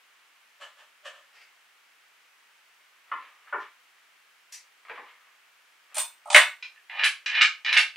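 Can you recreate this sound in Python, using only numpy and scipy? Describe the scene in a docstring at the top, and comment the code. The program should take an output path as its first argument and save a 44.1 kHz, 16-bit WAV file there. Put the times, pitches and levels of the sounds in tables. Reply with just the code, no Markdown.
"""A wooden hold-down clamp drops bolt first into a bench hole, and its knob is spun down the thread
in rattling turns. Before that a pencil marks a pine panel along a steel square, the panel is laid
down and a second one is butted against it. Knocks are short bursts of force and rubbing is a run of
tiny slips; both make an object's resonances ring. A small, live workshop adds echoes over faint hiss."""
import sys
import numpy as np
from scipy import signal
from scipy.fft import rfft, irfft
from scipy.io import wavfile
from scipy.ndimage import uniform_filter1d

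SR = 44100
rng = np.random.default_rng(int(sys.argv[2]) if len(sys.argv) > 2 else 0)


def master_out(mix):
    """Clip the mix to full scale and print it as 16-bit PCM to the path in sys.argv[1]."""
    frames = np.transpose(np.atleast_2d(mix))
    ceiling = np.clip(frames, -1, 1)
    pcm = np.round(ceiling * 32767).astype(np.int16)
    wavfile.write(sys.argv[1], SR, pcm)


N = 351427

SIZE = 2 ** 15   # samples in every impulse response
TIME = np.arange(SIZE) / SR
HZ = np.maximum(np.arange(SIZE // 2 + 1) * SR / SIZE, 1)   # no zero, so that its logarithm exists
CUTOFF_HZ = 15700   # top of the whole sound
BENCH_CUT_HZ = 1750   # contact cut-off of every force on the bench top

# In every table, colours and modes are relative levels; a layer's own trim comes on top of its levels.
# broad colour of the bench top: (f/Hz, level/dB)
BENCH_TOP_COLOUR = [(40, -37.5), (200, -34.5), (400, -29), (490, -20.5), (580, -3), (850, 10.5), (1250, 4),
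                    (1600, -32.5), (5000, -35)]


def from_db(db):
    """Turn decibels into a gain."""
    return 10 ** (np.asarray(db) / 20)


def unit_energy(x):
    """Scale a response so that it passes white noise at the same power."""
    return x / np.sqrt(np.sum(x ** 2) + 1e-20)


def at_hz(points, hz=HZ):
    """Read a table between its points, along a log-frequency axis."""
    freqs, values = np.transpose(points)
    return np.interp(np.log(hz), np.log(freqs), values)


def causal(gain_db):
    """Minimum-phase impulse response of a gain curve: nothing sounds before the blow."""
    cepstrum = irfft(np.log(from_db(gain_db)))
    # fold the half before time zero onto the half after it
    cepstrum[1:SIZE // 2] *= 2
    cepstrum[SIZE // 2 + 1:] = 0
    return irfft(np.exp(rfft(cepstrum)))


def through(x, response):
    """Pass a signal through an impulse response."""
    return signal.fftconvolve(x, response)[:len(x)]


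def evened(response, width_hz):
    """Take the broad colour out of a response; its course in time stays."""
    width_bins = max(1, round(width_hz * SIZE / SR))
    power = uniform_filter1d(np.abs(rfft(response)) ** 2, width_bins)
    return through(response, causal(-10 * np.log10(power + 1e-12)))


def body(colour, modes=()):
    """Ring of an object: a broad colour with resonant peaks on top."""
    peaks_db = sum(db / (1 + (2 * (HZ - hz) / width) ** 2) for hz, width, db in modes)
    return unit_energy(causal(at_hz(colour) + peaks_db))


def soften(x, cut_hz):
    """A soft contact lasts longer and so holds less treble."""
    low_pass = signal.butter(4, min(cut_hz, SR / 2 - 1000), fs=SR, output="sos")
    return signal.sosfilt(low_pass, x + 1e-18)


def grains(count, spread_db):
    """Tiny collisions of uneven strength, rms 1."""
    strength_db = spread_db * np.clip(rng.standard_normal(count), -2, 2)
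    x = rng.standard_normal(count) * from_db(strength_db)
    return unit_energy(x) * np.sqrt(count)


def background():
    """Faint, even hiss of the quiet room: coloured noise, partly different on the two sides."""
    # colour of the hiss: (f/Hz, level/dB)
    hiss_colour = [(59, -64), (100, -39.5), (173, -25.5), (394, -14.5), (576, -11.5), (955, -5),
                   (1280, -1.5), (1760, -1), (2220, -0.5), (3180, -4.5), (3530, -8.5), (4000, -10),
                   (4360, -11), (11500, -19.5), (15400, -21.5)]
    # difference between the two sides, against the middle: (f/Hz, level/dB)
    hiss_side = [(300, -7.5), (2000, -4.5), (5000, -3.5), (10000, -1.5)]
    hiss_db = -62
    mid, side = [through(noise, body(hiss_colour)) for noise in rng.standard_normal((2, N))]
    side = through(side, causal(at_hz(hiss_side)))
    return from_db(hiss_db) * np.array([mid + side, mid - side])


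def strokes(table, attack_share):
    """Pressure of hand strokes: each builds to its peak and lets go."""
    t = np.arange(N) / SR
    share = np.clip(attack_share, .05, .95)
    pressure = np.zeros(N)
    for peak_s, db, length_s in table:
        # the length spans the points 20 dB below the peak
        distance = np.maximum((peak_s - t) / share, (t - peak_s) / (1 - share)) / length_s
        pressure += from_db(db - 20 * distance)
    return pressure


def rubbing(pressure, ring, slips_per_s, cut_hz, grit):
    """Surfaces catch and slip at uneven intervals, over a finer grit; pressure sets the level."""
    intervals = rng.uniform(.2, 1.8, N // 10)   # in average intervals
    moments = (np.cumsum(intervals) * SR / slips_per_s).astype(int)
    slips = np.zeros(N)
    slips[moments[moments < N]] = 1
    slips *= from_db(2 * rng.standard_normal(N)) * rng.choice([-1, 1], N)   # uneven strength and sign
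    fine_grit = grit * unit_energy(rng.standard_normal(N))
    force = unit_energy(unit_energy(slips) + fine_grit) * np.sqrt(N)
    return through(force * pressure, unit_energy(soften(ring, cut_hz)))


def marking():
    """The pencil scratches along the square, then the square slides away: two kinds of rubbing."""
    # strokes of the pencil lead: (t of firmest pressure/s, level/dB, length/s)
    pencil_strokes = [(.615, -38, 0.066), (.787, -49, 0.079), (1.055, -37, 0.06), (1.15, -51.5, 0.13)]
    # pushes of the square off the panel: (t of firmest pressure/s, level/dB, length/s)
    square_slide = [(1.355, -53.5, 0.085), (1.418, -52, 0.095)]
    # broad colours of both: (f/Hz, level/dB)
    pencil_colour = [(120, -103), (200, -47), (479, -15.5), (564, 5), (811, -11.5), (1210, 3), (1430, -7),
                     (1770, 3), (1980, -10.5), (2900, -4), (5000, -19.5), (7600, -19.5), (15400, -44)]
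    square_colour = [(150, -55), (400, -7), (1000, 2), (2500, 11.5), (3800, -3), (4800, 3), (6000, -7.5),
                     (15000, -25)]
    # resonances under the pencil: (f/Hz, width/Hz, level/dB)
    pencil_modes = [(554, 65, -3), (1060, 60, -0.5), (1180, 60, -2), (3030, 270, 5.5)]

    pencil = rubbing(strokes(pencil_strokes, attack_share=0.28), body(pencil_colour, pencil_modes),
                     slips_per_s=1000, cut_hz=17000, grit=0.18)
    square = rubbing(strokes(square_slide, attack_share=0.56), body(square_colour),
                     slips_per_s=430, cut_hz=16000, grit=0.67)
    return pencil + square


def echoes(build_s, hold_s):
    """Reflections build up, hold while they cross the room, then die band by band."""
    # time the ring takes to fall by 60 dB: (f/Hz, t60/s)
    room_t60 = [(150, 0.23), (550, 0.2), (1400, 0.26), (3700, 0.26), (9000, 0.23), (15000, 0.16)]
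    spectrum = rfft(grains(SIZE, spread_db=7.5))
    centres = np.geomspace(100, 16000, 9)   # Hz
    out = np.zeros(SIZE)
    for hz, share in zip(centres, np.eye(len(centres))):
        band = irfft(spectrum * np.interp(np.log(HZ), np.log(centres), share))
        dying_s = np.maximum(TIME - hold_s, 0)
        out += band * np.exp(-np.log(1000) * dying_s / at_hz(room_t60, hz))
    return unit_energy(out * (1 - np.exp(-TIME / build_s)))


def workshop(x, wet_db):
    """Direct sound and echoes, even in colour overall; the treble spreads wider than the middle."""
    # difference between the two sides: (f/Hz, level/dB)
    room_side = [(120, -7.5), (280, -18.5), (550, -17), (2000, -13), (4500, -8), (9000, -4), (14000, 0)]
    mid, side = [from_db(wet_db) * echoes(build_s=0.00074, hold_s=0.018) for _ in range(2)]
    mid[0] += 1   # direct sound
    mid = evened(mid, width_hz=88)
    side = through(evened(side, width_hz=220), causal(at_hz(room_side)))
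    return np.array([through(x, mid + side), through(x, mid - side)])


def strikes(table, ring, click, settle_s, level_db):
    """Each blow is a click and a chatter that swells and dies as the faces settle."""
    out = np.zeros(N + SIZE)
    for s, db, cut_hz in table:
        chatter = grains(SIZE, spread_db=3) * TIME * np.exp(-TIME / settle_s)
        force = unit_energy(chatter)
        force[0] += click
        contact = soften(evened(force, width_hz=1600), cut_hz)
        blow = unit_energy(through(contact, ring))
        start = round(s * SR)
        # a blow's level is its energy as an rms over a hundredth of a second
        out[start:start + SIZE] += from_db(db + level_db) * np.sqrt(SR / 100) * blow
    return out[:N]


def panels():
    """Pine panels knock, flex, tick and slide on the bench; the slides and joint knocks share one ring."""
    # first panel on the bench: (t/s, level/dB, contact cut-off/Hz)
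    panel_knocks = [(3.116, -25, 4300), (3.472, -50, 2980), (3.526, -24.5, 2590), (3.537, -29.5, 2050),
                    (3.582, -37.5, 2200)]
    # whole panel flexing slowly after a heavy knock: (t/s, level/dB, contact cut-off/Hz)
    panel_thumps = [(3.124, -48, 764), (3.541, -33.5, 1020), (4.899, -41.5, 643), (4.985, -45, 950)]
    # panels nudged into place: (t of firmest pressure/s, level/dB, length/s)
    panel_slide = [(3.22, -52, 0.36), (3.49, -58, 0.24), (3.622, -46, .11), (4.905, -53, 0.053),
                   (4.96, -46.5, 0.078), (5.075, -53.5, 0.22), (5.28, -64, 0.36), (5.925, -56.5, 0.12)]
    # dry ticks as the panels are handled: (t/s, level/dB, contact cut-off/Hz)
    dry_ticks = [(3.6, -60.5, 6000), (4.522, -40, 13900), (4.534, -43, 12000)]
    # second panel butting against the first: (t/s, level/dB, contact cut-off/Hz)
    joint_knocks = [(4.851, -46.5, 2600), (4.884, -42, 2800), (4.897, -34, 2420), (4.977, -37, 2090),
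                    (5.085, -54, 3200)]
    # broad colours of knock, flexing, slide with joint, and tick: (f/Hz, level/dB)
    panel_colour = [(60, -54), (150, -41), (260, -29.5), (450, -27), (800, -6.5), (1000, -1), (1250, 6.5),
                    (1550, 0.5), (1800, -4.5), (2500, -10.5), (3400, -20), (5000, -37), (12000, -70)]
    thump_colour = [(60, -45), (130, -39), (200, -23), (270, -10.5), (345, -13), (420, 6), (500, -2),
                    (600, -9.5), (900, 9.5), (1300, -9), (3000, -54)]
    slide_colour = [(71, -79), (120, -49), (430, -15.5), (547, -9.5), (838, -9), (989, -2), (1430, -8.5),
                    (1690, 2), (2740, -2), (5230, -5.5), (10000, -11), (13000, -104), (22000, -120)]
    tick_colour = [(180, -87), (300, -53), (552, -25), (743, -27), (891, -11), (1490, -22), (1750, -2),
                   (3930, -7), (5650, 2), (15400, -17.5)]
    # resonances of the first panel, and of slide with joint: (f/Hz, width/Hz, level/dB)
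    panel_modes = [(280, 16, 16.5), (402, 26, 3.2), (590, 74, 17.7), (1130, 110, 4.4), (1440, 150, 3),
                   (1796, 105, 13.3)]
    joint_modes = [(280, 49, 4), (410, 20, 5.1), (1010, 150, 1.5), (1230, 220, 11)]

    slide_and_joint_ring = body(slide_colour, joint_modes)
    knocks = strikes(panel_knocks, body(panel_colour, panel_modes),
                     click=0.35, settle_s=0.0022, level_db=1.0)
    thumps = strikes(panel_thumps, body(thump_colour), click=0.059, settle_s=0.0018, level_db=0.5)
    slide = from_db(2) * rubbing(strokes(panel_slide, attack_share=0.58), slide_and_joint_ring,
                                 slips_per_s=210, cut_hz=2960, grit=0.44)
    ticks = strikes(dry_ticks, body(tick_colour), click=0.16, settle_s=0.0034, level_db=1.5)
    joint = strikes(joint_knocks, slide_and_joint_ring, click=1.0, settle_s=0.0013, level_db=-0.5)
    return knocks + thumps + slide + ticks + joint


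def clamp_drop():
    """The steel bolt clinks into its hole, drumming on the bench top, and the wooden arm lands."""
    # bolt on the rim of the hole: (t/s, clink level/dB, contact cut-off/Hz, bench level/dB)
    bolt_clinks = [(5.945, -34, 14600, -55.5), (5.953, -29.5, 13800, -47.5), (5.968, -23.5, 9150, -32),
                   (5.982, -19, 15900, -42.5), (6.256, -53.5, 14000, -36.5), (6.275, -51.5, 14000, -35.5),
                   (6.302, -23.5, 6940, -25), (6.329, -21.5, 8000, -24), (6.346, -18.5, 9600, -23),
                   (6.362, -16, 14000, -29)]
    # arm of the clamp landing: (t/s, level/dB, contact cut-off/Hz)
    arm_knocks = [(6.346, -3, 8800), (6.350, -7.5, 5070), (6.362, -7.5, 5500), (6.369, -17, 4000)]
    # broad colours of bolt and arm: (f/Hz, level/dB)
    bolt_colour = [(200, -42), (500, -32), (750, -11.5), (1500, -15.5), (3500, -13), (5500, -18.5),
                   (7400, -13), (8500, -5.5), (9400, -13), (11500, -23), (15500, -26)]
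    arm_colour = [(40, -57.5), (250, -54), (440, -24.5), (560, -17.5), (1000, -6), (1400, -5.5), (1850, 2),
                  (2400, 2.5), (2900, -5), (3400, -7.5), (4500, -16.5), (7000, -20.5), (15000, -23)]
    # resonances of the bolt, and those shared by arm and bench top: (f/Hz, width/Hz, level/dB)
    bolt_modes = [(2480, 77, 6.5), (3530, 84, 5), (3566, 83, 6.9), (8820, 300, 5), (9330, 270, 8.6),
                  (13630, 230, 6), (13760, 12, 18.5)]
    clamp_modes = [(596, 69, 13), (706, 24, 2.6), (804, 14, 2.2), (916, 35, 4.8), (1063, 24, 3.1),
                   (1324, 76, 6.7), (1681, 50, 6.9), (1800, 26, 2.7), (1750, 42, 2.1), (2140, 30, 4),
                   (2345, 30, 5.6), (2350, 33, 4.3), (2700, 28, 2), (3530, 70, 6.5)]

    clinks = [(s, db, cut_hz) for s, db, cut_hz, _ in bolt_clinks]
    thuds = [(s, bench_db, BENCH_CUT_HZ) for s, _, _, bench_db in bolt_clinks]
    bolt = strikes(clinks, body(bolt_colour, bolt_modes), click=0.51, settle_s=0.0018, level_db=-2.5)
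    bench = strikes(thuds, body(BENCH_TOP_COLOUR, clamp_modes),
                    click=.4, settle_s=0.0029, level_db=-1.0)
    arm = strikes(arm_knocks, body(arm_colour, clamp_modes), click=0.23, settle_s=0.0014, level_db=-.5)
    return bolt + bench + arm


def washer():
    """The washer jingles on the bolt: light, bright blows on a thin ring."""
    # jingles: (t/s, level/dB)
    washer_jingles = [(5.945, -52), (7.043, -35), (7.728, -47.5), (7.774, -39)]
    # broad colour: (f/Hz, level/dB)
    washer_colour = [(1000, -53), (6000, -12), (9000, -4), (10500, -1.5), (11500, -16.5), (15000, -36)]
    # resonance: (f/Hz, width/Hz, level/dB)
    washer_modes = [(11000, 130, 9.3)]
    jingles = [(s, db, CUTOFF_HZ) for s, db in washer_jingles]
    return strikes(jingles, body(washer_colour, washer_modes), click=.3, settle_s=0.0056, level_db=4.0)


def spin(grip_s, stop_s, db):
    """Force on the thread in one turn: it swells from the grip to the stop, then dies quickly."""
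    swell_db_per_s, release_s = 113, .006
    t = np.arange(N) / SR
    swell = from_db(db - swell_db_per_s * np.maximum(stop_s - t, 0))
    return (t > grip_s) * swell * np.exp(-np.maximum(t - stop_s, 0) / release_s)


def dispersed(ring, spread_s):
    """Waves reach the air along many short paths, which smears each click a little."""
    paths = evened(grains(SIZE, spread_db=0.5) * np.exp(-TIME / spread_s), width_hz=290)
    return unit_energy(through(ring, paths))


def knob():
    """Each turn taps, grinds louder and louder, shaking the bench, then stops with knock and clack."""
    # turns down the thread: (grip t/s, stop t/s, grip level/dB, grip contact cut-off/Hz,
    # thread level at the stop/dB, bench level at the stop/dB, stop knock level/dB)
    knob_turns = [(6.896, 7.035, -36, 3080, -22.5, -32, -15.5), (7.26, 7.41, -23.5, 7100, -14.5, -40, -11),
                  (7.647, 7.766, -27, 6000, -17.5, -34.5, -11.5)]
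    # knob knocking on the arm between and during turns; the last row is the grip of another turn:
    # (t/s, level/dB, contact cut-off/Hz)
    knob_knocks = [(6.625, -33, 5800), (6.759, -51.5, 2580), (6.993, -22, 3350), (7.350, -21.5, 4400),
                   (7.661, -22.5, 4030), (7.690, -21.5, 4380), (7.727, -16.5, 5500), (7.959, -25.5, 4530)]
    # broad colour: (f/Hz, level/dB)
    knob_colour = [(200, -73), (400, -85), (560, -31.5), (750, -22), (1000, -16), (1300, -9), (1750, 2),
                   (2400, 3), (3000, -3), (3500, -7), (4200, -6.5), (5500, -9), (8000, -18.5),
                   (11000, -40.5), (15500, -51)]
    # resonances: (f/Hz, width/Hz, level/dB)
    knob_modes = [(579, 18, 8.5), (890, 39, 2.64), (1036, 11, 1.6), (1247, 39, 10.6), (1515, 26, 3.7),
                  (1756, 110, 6.6), (1860, 19, 1.2), (2416, 74, 8.5), (2760, 116, 4.8), (2966, 160, 7.3),
                  (3457, 88, 6.4), (3960, 190, 7.4), (3960, 77, 2), (5650, 59, 2.8)]
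    stop_hz, clack_hz = 4280, 12000   # contact cut-offs
    # after the stop the bolt takes up its play with a bright clack, a little below the knock
    clack_delay_s, clack_db = .0065, -2.5

    force, shake, blows = 0, 0, list(knob_knocks)
    for grip_s, stop_s, grip_db, grip_hz, thread_db, bench_db, stop_db in knob_turns:
        force = force + spin(grip_s, stop_s, thread_db)
        shake = shake + spin(grip_s, stop_s, bench_db)
        blows.append((grip_s, grip_db, grip_hz))
        blows.append((stop_s, stop_db, stop_hz))
        blows.append((stop_s + clack_delay_s, stop_db + clack_db, clack_hz))

    ring = body(knob_colour, knob_modes)
    knocks = strikes(blows, ring, click=0.089, settle_s=0.002, level_db=1.2)
    thread = rubbing(force, dispersed(ring, spread_s=0.0015), slips_per_s=150, cut_hz=3560, grit=0.38)
    bench = rubbing(shake, body(BENCH_TOP_COLOUR, knob_modes),
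                    slips_per_s=150, cut_hz=BENCH_CUT_HZ, grit=0.65)
    return knocks + from_db(-4.5) * (thread + bench)


def scene():
    """Panels, falling clamp and knob each get their own echoes; the clamp sits a little to the right."""
    wood = workshop(marking() + panels(), wet_db=6.5) * from_db([[.2], [-.2]])   # left, right
    clamp = workshop(clamp_drop(), wet_db=5) + workshop(washer() + knob(), wet_db=4.0)
    return background() + wood + clamp * from_db([[-.5], [.5]])


def record(dry):
    """Peaks beyond full scale are flattened, then a steep low-pass cuts the top."""
    clipped = np.clip(dry, -1, 1)
    low_pass = signal.ellip(10, .1, 70, CUTOFF_HZ, fs=SR, output="sos")
    return signal.sosfilt(low_pass, clipped)


dry = scene()
out = record(dry)
master_out(out)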